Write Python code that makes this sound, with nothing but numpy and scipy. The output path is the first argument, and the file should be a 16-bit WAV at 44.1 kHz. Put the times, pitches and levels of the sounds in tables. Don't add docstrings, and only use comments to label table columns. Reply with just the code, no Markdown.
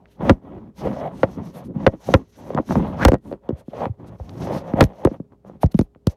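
import sys
import numpy as np
from scipy import signal
from scipy.fft import rfft, irfft, next_fast_len
from scipy.io import wavfile
from scipy.ndimage import uniform_filter1d, map_coordinates

SR = 44100
rng = np.random.default_rng(int(sys.argv[2]) if len(sys.argv) > 2 else 0)


def digitize_waveform(pressure):
    field = np.atleast_2d(pressure).T
    bounded = np.clip(field, -1, 1)
    quanta = np.round(bounded * 32767).astype(np.int16)
    wavfile.write(sys.argv[1], SR, quanta)


N = 271656

# (start [s], length [s], rumble at mid-stroke [dB], shell creak over rumble [dB],
#  swell from start to end [dB], groan pitch at mid-stroke [Hz])
STROKES = [ (0.0, 0.16, -60, -4, -16, 570), (0.211, 0.091, -22.5, -3, 10, 224.4),
           (0.325, 0.051, -43, -15.5, 5, 195.5), (0.429, 0.15, -39.5, -4, 9, 302),
           (0.6, 0.097, -41.5, -10, -0.5, 222), (0.785, 0.087, -31, -2.5, 20, 310),
           (0.893, 0.053, -28, -3.5, -6, 236.5), (0.968, 0.11, -32.5, 4, 4.5, 660),
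           (1.114, 0.22, -36.5, -7.5, -0.5, 173), (1.378, 0.13, -33, -8, -13, 202.5),
           (1.55, 0.085, -40, -2.5, -5, 142), (1.659, 0.052, -31.5, -20.5, 5, 270),
           (1.754, 0.092, -29, -8, 5.5, 256), (1.906, 0.035, -40, -5.5, 19.5, 192),
           (2.009, 0.36, -70, 8, -20.5, 593), (2.093, 0.13, -29.5, -7, -17, 534.3),
           (2.38, 0.16, -40.5, 0.5, 11.5, 305), (2.579, 0.0022, -18.5, -4, 2.5, 553),
           (2.708, 0.013, -17.5, -7, 0, 266), (2.765, 0.068, -17.5, -9.5, -9, 205),
           (2.84, 0.14, -29, -3, -5, 178.6), (2.995, 0.038, -23, 0, 11, 1310),
           (3.098, 0.06, -29.5, -19, 2.5, 133), (3.261, 0.088, -35.5, -11, -1.5, 570),
           (3.44, 0.17, -50.5, 1.5, 1, 544), (3.732, 0.11, -36.5, 5.5, 13, 549),
           (3.822, 0.021, -34, 10, 0, 833), (4.003, 0.15, -39.5, -6, -2.5, 112),
           (4.198, 0.26, -37.5, -4, 19.5, 98.3), (4.408, 0.16, -28.5, -0.5, 8.5, 137),
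           (4.592, 0.13, -36.5, 0, 4.5, 615), (4.767, 0.037, -22, 2.5, 9.5, 630),
           (4.859, 0.06, -43.5, 1.5, -1, 175), (4.921, 0.12, -49.5, 5, 17, 582),
           (5.071, 0.073, -43.5, 2, 8, 241), (5.157, 0.1, -50.5, -16, -2, 166),
           (5.327, 0.0059, -47.5, -8.5, 0, 954), (5.464, 0.099, -44, -6, 0.5, 195),
           (5.614, 0.25, -53.5, -5.5, -10.5, 90.3), (6.083, 0.047, -56, 7.5, 0, 543)]
CUTOFF_HZ = 16150


def from_db(db):
    return 10 ** (np.asarray(db) / 20)


def rms_one(x):
    return x / np.sqrt(np.mean(x ** 2) + 1e-20)


def evened(x, seconds):
    power = uniform_filter1d(x * x, max(int(seconds * SR), 1))
    return x / np.sqrt(np.abs(power) + 1e-12)


def band(x, low_hz, high_hz, order=2):
    sos = signal.butter(order, [low_hz, min(high_hz, .45 * SR)], "band", fs=SR, output="sos")
    return signal.sosfilt(sos, x + 1e-18)


def low_pass(x, top_hz, order=2):
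    sos = signal.butter(order, min(top_hz, .45 * SR), fs=SR, output="sos")
    return signal.sosfilt(sos, x + 1e-18)


def noise(spectrum):
    hz, db = np.transpose(spectrum)
    size = next_fast_len(N)
    grid = np.maximum(np.fft.rfftfreq(size, 1 / SR), 1)
    gain = from_db(np.interp(np.log(grid), np.log(hz), db))
    return rms_one(irfft(rfft(rng.standard_normal(size)) * gain, size)[:N])


def add(out, s, sound):
    i = int(s * SR)
    out[i:i + len(sound)] += sound[:N - i]


def room(air_db=-59):
    # (frequency [Hz], relative density [dB])
    air_colour = [(30, -8), (120, 0), (500, -16), (1700, -40), (16000, -52)]
    # (frequency [Hz], rms level [dB])
    hum_tones = [(59.5, -62), (409, -66)]
    t = np.arange(N) / SR
    out = from_db(air_db) * noise(air_colour)
    for hz, db in hum_tones:
        out += from_db(db) * np.sqrt(2) * np.sin(2 * np.pi * hz * t)
    return out


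def bending(x, lowest_hz=100, highest_hz=1500, count=5):
    for hz in np.geomspace(lowest_hz, highest_hz, count):
        pole = np.exp(-2 * np.pi * hz / SR)
        x = signal.lfilter([-pole, 1], [1, -pole], x)
    return x


def case(x):
    # (frequency [Hz], width [Hz], level [dB])
    case_modes = [(535.7, 55, 0.5), (643, 24, -12), (864, 3300, -15.5), (1894, 21, -5)]
    out = x.copy()
    for hz, width_hz, db in case_modes:
        r = np.exp(-np.pi * width_hz / SR)
        drive = np.array([1, 0, -1]) * (1 - r * r) / 2
        ringing = [1, -2 * r * np.cos(2 * np.pi * hz / SR), r * r]
        out += from_db(db) * signal.lfilter(drive, ringing, x + 1e-18)
    return out


def contact_modes(x, lowest_hz=170, highest_hz=4200, sharpness=9, wander_db=3.5, wander_hz=18, count=24):
    out, t = x.copy(), np.arange(N) / SR
    knots = np.arange(0, t[-1] + 1, 1 / wander_hz)
    for hz in np.geomspace(lowest_hz, highest_hz, count):
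        favour = np.interp(t, knots, np.clip(rng.standard_normal(len(knots)), -2, 2))
        out += from_db(wander_db * favour) * band(x, hz, hz * (1 + 1 / sharpness), order=1)
    return out


def slips(per_s=1100, size_spread_db=4, smooth_db=-3, clump_db=1.5, clump_hz=60, even_s=0.12):
    sizes = from_db(size_spread_db * np.clip(rng.standard_normal(N), -2, 2))
    clicks = (rng.random(N) < per_s / SR) * sizes * rng.choice([-1, 1], N)
    force = rms_one(clicks) + from_db(smooth_db) * rng.standard_normal(N)
    grip = rms_one(low_pass(rng.standard_normal(N), clump_hz))
    return evened(force * from_db(clump_db * grip), even_s)


def pressure(t, start, length, swell_db):
    return swell_db * (np.clip((t - start) / length, 0, 1) - .5)


def stroke_shape(t, start, length, swell_db):
    grip_db_per_s, let_go_db_per_s = 700, 602.5
    linger_db, linger_db_per_s = -25, 165.5
    grip_db = -grip_db_per_s * np.maximum(start - t, 0)
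    since = np.maximum(t - start - length, 0)
    release_db = np.maximum(-let_go_db_per_s * since, linger_db - linger_db_per_s * since)
    return from_db(pressure(t, start, length, swell_db) + grip_db + release_db)


def stroke_gains():
    t, rumble, creak = np.arange(0, N, 32) / SR, 0, 0
    for start, length, db, creak_db, swell_db, _ in STROKES:
        gain = from_db(db) * stroke_shape(t, start, length, swell_db)
        rumble = np.hypot(rumble, gain)
        creak = np.hypot(creak, gain * from_db(creak_db))
    return [np.interp(np.arange(N) / SR, t, gain) for gain in (rumble, creak)]


def skin_hiss(level_db=-3, flutter_db=2.5, flutter_hz=22, split_hz=7200):
    # (frequency [Hz], relative density [dB])
    hiss_colour = [(1200, 6), (2500, 2), (4200, 1), (4900, -3.5), (6200, -3.5), (7500, -12.5), (12500, -6),
                   (16000, -23.5)]
    hiss, skin = noise(hiss_colour), 0
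    for low_hz, high_hz in ((1200, split_hz), (split_hz, CUTOFF_HZ)):
        contact = rms_one(low_pass(rng.standard_normal(N), flutter_hz))
        skin = skin + band(hiss, low_hz, high_hz, order=4) * from_db(level_db + flutter_db * contact)
    return skin


def brushing(stroke_hiss_db=-36, touch_db=-53.5, touch_hiss_db=-76):
    # (middle [s], length [s], nominal level [dB],
    # resonance of the gap under the finger [Hz])
    sweep_list = [ (0.125, 0.071, -64, 3020), (0.281, 0.091, -50.5, 5600), (0.793, 0.052, -48.5, 5170),
                  (0.856, 0.052, -51.5, 4970), (0.957, 0.12, -58, 5670), (1.202, 0.12, -54, 8800),
                  (1.333, 0.076, -56.5, 5880), (1.468, 0.077, -54.5, 5600), (1.572, 0.058, -48, 11700),
                  (1.657, 0.031, -54.5, 9650), (1.859, 0.12, -61.5, 5970), (2.089, 0.14, -46, 6220),
                  (2.423, 0.26, -58, 5970), (2.726, 0.12, -46, 5830), (2.88, 0.095, -57, 4230),
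                  (3.048, 0.095, -40.5, 5280), (3.283, 0.086, -59, 8750), (3.592, 0.04, -55, 9100),
                  (3.697, 0.068, -64, 3200), (3.806, 0.11, -58, 2600), (4.08, 0.024, -53.5, 8800),
                  (4.316, 0.27, -61, 5670), (4.44, 0.091, -47, 5550), (4.558, 0.078, -43, 4940),
                  (4.697, 0.092, -61, 5900), (4.834, 0.044, -39, 12000), (5.037, 0.2, -63, 5930),
                  (5.483, 0.037, -64.5, 6070), (5.629, 0.027, -41.5, 11100), (5.721, 0.012, -48, 4260),
                  (5.794, 0.085, -54.5, 11500), (6.108, 0.045, -53.5, 6000)]
    edge_db = 9
    gap_db, gap_width = 1.5, 0.21
    skin, t = skin_hiss(), np.arange(N) / SR
    creak = stroke_gains()[1]
    touching = creak / (creak + from_db(touch_db))
    out = (from_db(stroke_hiss_db) * creak + from_db(touch_hiss_db) * touching) * skin
    for middle, length, db, hz in sweep_list:
        near = np.abs(t - middle) < 2 * length
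        spread = 1 + gap_width / 2
        gap = band(skin[near], hz / spread, hz * spread, order=1)
        arch_db = db - edge_db * (2 * (t[near] - middle) / length) ** 2
        out[near] += from_db(arch_db) * (skin[near] + from_db(gap_db) * gap)
    return out


def groans(level_db=-4.5, width=0.18, glide_octaves_per_db=0.0657, even_s=0.032):
    shell_hz = 400
    damped_hz = 1140
    out, t, force = np.zeros(N), np.arange(N) / SR, slips()
    for start, length, db, creak_db, swell_db, hz in STROKES:
        near = (t > start - .1) & (t < start + length + .1)
        spread = 1 + width * (1 + (hz / damped_hz) ** 4) / 2
        ring = evened(band(force[near], hz / spread, hz * spread), even_s)
        speed = 2 ** (glide_octaves_per_db * pressure(t[near], start, length, swell_db))
        ring = map_coordinates(ring, [np.cumsum(speed)], mode="mirror")
        gain = from_db(db + level_db + creak_db * (hz > shell_hz))
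        out[near] += gain * stroke_shape(t[near], start, length, swell_db) * ring
    return out


def catches(per_s=45, catch_db=4, release_s=0.015, skin_yield_hz=110):
    breaks = (rng.random(N) < per_s / SR) * rng.random(N)
    leaps = signal.lfilter([1], [1, -np.exp(-1 / (release_s * SR))], breaks + 1e-18)
    return rms_one(1 + from_db(catch_db) * low_pass(np.tanh(leaps), skin_yield_hz))


def rubbing(rub_db=-0.5, rasp_db=-19.5, rasp_top_hz=4500, even_s=0.018):
    # (frequency [Hz], width [Hz], level [dB])
    rasp_modes = [(1940, 510, 5.5), (3320, 490, -1.5)]
    rumble, creak = stroke_gains()
    rasp = creak * from_db(rasp_db)
    shake = case(contact_modes(bending(slips())))
    body = band(band(shake, 38, 220), 46, 570)
    shell = low_pass(band(shake, 480, 1080), 540)
    scratch = low_pass(band(shake, 1300, 3300), 920, order=1)
    surface = scratch.copy()
    for hz, width_hz, db in rasp_modes:
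        surface += from_db(db) * band(scratch, hz - width_hz / 2, hz + width_hz / 2, order=1)
    surface = low_pass(surface, rasp_top_hz, order=4)
    catching = creak * evened(shell, even_s) + rasp * evened(surface, even_s)
    return from_db(rub_db) * (rumble * evened(body, even_s) + catches() * catching)


def contacts():
    # (time [s], peak ahead of the microphone [dB], centre [Hz],
    # width [octaves], nominal tick level [dB])
    bump_list = [ (0.057, -43.5, 1484, 1.4, -39.5), (0.295, 10, 420, 1.3, -17.5),
                 (0.3033, 4.5, 236.3, 0.53, -15.5), (0.856, -16.5, 360, 0.63, -53),
                 (1.055, -16.5, 725, 0.21, -43), (1.2320, 2, 481, 1.23, -36), (1.240, -12.5, 570, 1.5, -38),
                 (1.759, -14.5, 157, 0.81, -56), (1.865, 9.5, 496, 0.95, -25.5),
                 (1.8746, -1.5, 524, 0.95, -31), (1.936, -24.5, 460, 0.76, -53),
                 (2.088, -8.5, 440, 1.2, -73), (2.1394, 11, 415, 1.28, -12.5), (2.1487, -2, 342, 1.05, -33),
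                 (2.5039, -15.5, 455, 1.02, -39), (2.548, -12.5, 206, 1.4, -25),
                 (2.5755, -10, 940, 0.79, -50), (2.586, -9, 780, 1.1, -57), (2.598, -12, 278, 0.83, -43),
                 (2.69, -25, 352, 3.7, -58), (2.708, -12.5, 750, 1.6, -64), (2.723, -16, 710, 0.92, -48),
                 (2.755, -8.5, 676, 0.99, -26), (3.051, 13, 477, 1.42, 5.5), (3.055, 2, 71.4, 0.98, -33),
                 (3.081, -18, 1500, 0.57, -21), (3.084, 2.5, 387, 1, -10), (3.088, -4, 126, 3.2, -13.5),
                 (3.1190, -2.5, 293, 1.3, -21), (3.1330, -3.5, 222, 1.35, -25),
                 (3.142, -7.5, 410, 1.67, -23), (3.152, -18, 480, 1.3, -40),
                 (3.3143, -20.5, 490, 0.69, -42), (3.3265, -17, 326, 1.27, -31.5),
                 (3.337, -23, 299, 1.5, -38), (3.4910, -9, 280, 1, -28.5), (3.505, -14, 282, 0.94, -45),
                 (3.524, -17.5, 93, 1.3, -46.5), (3.6814, -23, 207, 1.05, -75),
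                 (3.7340, -21.5, 527, 0.69, -53), (3.805, -19.5, 540, 0.59, -50),
                 (3.8555, -14.5, 720, 1.4, -35), (3.864, -17.5, 159, 1.8, -60),
                 (3.893, -18.5, 102, 0.66, -73), (4.199, -26, 520, 1.2, -68),
                 (4.201, -22.5, 71.6, 1.04, -73), (4.294, -59, 700, 3.2, -28),
                 (4.5059, -15, 540, 0.73, -62), (4.7366, -7, 216, 1.56, -31),
                 (4.808, 14.5, 407, 1.08, -2.5), (4.827, -0.5, 225, 1.86, -16),
                 (4.84, -6.5, 102, 1.46, -14.5), (5.05, 3.5, 313, 0.85, -15.5),
                 (5.0724, -5, 382, 1.12, -44), (5.1136, -19, 235, 0.82, -49),
                 (5.2, -19.5, 192, 0.99, -68.5), (5.322, -46.5, 435, 3.1, -51),
                 (5.448, -34, 480, 1.03, -49), (5.497, -28, 342, 1.8, -57), (5.555, -39.5, 190, 1.8, -53.5),
                 (5.632, -4.5, 684, 0.54, -30), (5.639, -3, 118, 1.24, -25), (5.65, -10.5, 77, 1.6, -41),
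                 (5.662, -20, 151, 0.74, -27.5), (5.7442, -3.5, 186, 0.66, -28.5),
                 (5.7912, -0.5, 189, 1.4, -14.5), (5.812, -9, 194.7, 1.15, -24.5),
                 (5.949, -45, 1475, 1.74, -48.5), (5.959, -37.5, 163.7, 2.4, -55.5),
                 (6.0706, -4.5, 130, 1.75, -10.5)]
    firm_db = 6
    thud_delay_s, thud_db, thud_tick_db = 0.005, -8, -36.5
    pitch_ratio, thud_octaves = 0.32, 1.77
    for s, db, hz, octaves, tick_db in bump_list:
        yield s, db, hz, octaves, tick_db
        landed_db = db + thud_db - max(firm_db - db, 0)
        yield s + thud_delay_s, landed_db, hz * pitch_ratio, thud_octaves, landed_db + thud_tick_db


def tick_touch(t, tick_s, lead_s=0.0053, landing_s=0.00067, chafe_s=0.0027, chafe_db=-19):
    after = t - lead_s - landing_s
    graze = np.exp(-np.abs(after) / landing_s)
    fading = np.exp(-np.abs(after) / tick_s) + from_db(chafe_db) * np.exp(-np.abs(after) / chafe_s)
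    return np.where(after < 0, graze, fading), lead_s


def bumps(tick_s=0.00083, judder_db=-32, judder_s=0.0077):
    # (frequency [Hz], relative density [dB])
    tick_colour = [(900, 2.5), (2000, -3), (4000, -6.5), (7000, -10.5), (13000, -14), (16000, -7)]
    base_top_hz, tick_db_per_octave, highest_top_hz = 5283, 13.5, 12300
    pad_reach = 5
    tick_early_s = 0.00051
    out, t = np.zeros(N), np.arange(SR // 8) / SR
    grit = evened(noise(tick_colour), tick_s)
    touch, lead_s = tick_touch(t, tick_s)
    for s, db, hz, octaves, tick_db in contacts():
        top_hz = np.clip(base_top_hz * 2 ** ((tick_db + 30) / tick_db_per_octave), 1000, highest_top_hz)
        judder = np.exp(-t / judder_s) * rng.standard_normal(len(t))
        push = signal.unit_impulse(len(t)) + from_db(judder_db) * judder
        spread = 2 ** (max(octaves, .2) / 2)
        wave = case(bending(band(push, hz / spread, hz * spread)))
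        wave = low_pass(wave, min(top_hz, pad_reach * hz * spread))
        add(out, s, from_db(db) * wave / np.abs(wave).max())
        start = rng.integers(N - len(t))
        tick = low_pass(touch * grit[start:start + len(t)], top_hz, order=3)
        add(out, s - lead_s - tick_early_s, from_db(tick_db) * tick / 2)
    return out


def scene():
    return (room() + brushing() + groans() + rubbing() + bumps())[None]


def record(dry, ceiling=0.61, knee=5.5, mic_cut_hz=43, low_cut_hz=10):
    heard = signal.sosfilt(signal.butter(3, mic_cut_hz, "high", fs=SR, output="sos"), dry)
    clipped = heard / (1 + np.abs(heard / ceiling) ** knee) ** (1 / knee)
    coupled = signal.sosfilt(signal.butter(1, low_cut_hz, "high", fs=SR, output="sos"), clipped)
    return signal.sosfilt(signal.ellip(10, .1, 80, CUTOFF_HZ, fs=SR, output="sos"), coupled)


dry = scene()
out = record(dry)
digitize_waveform(out)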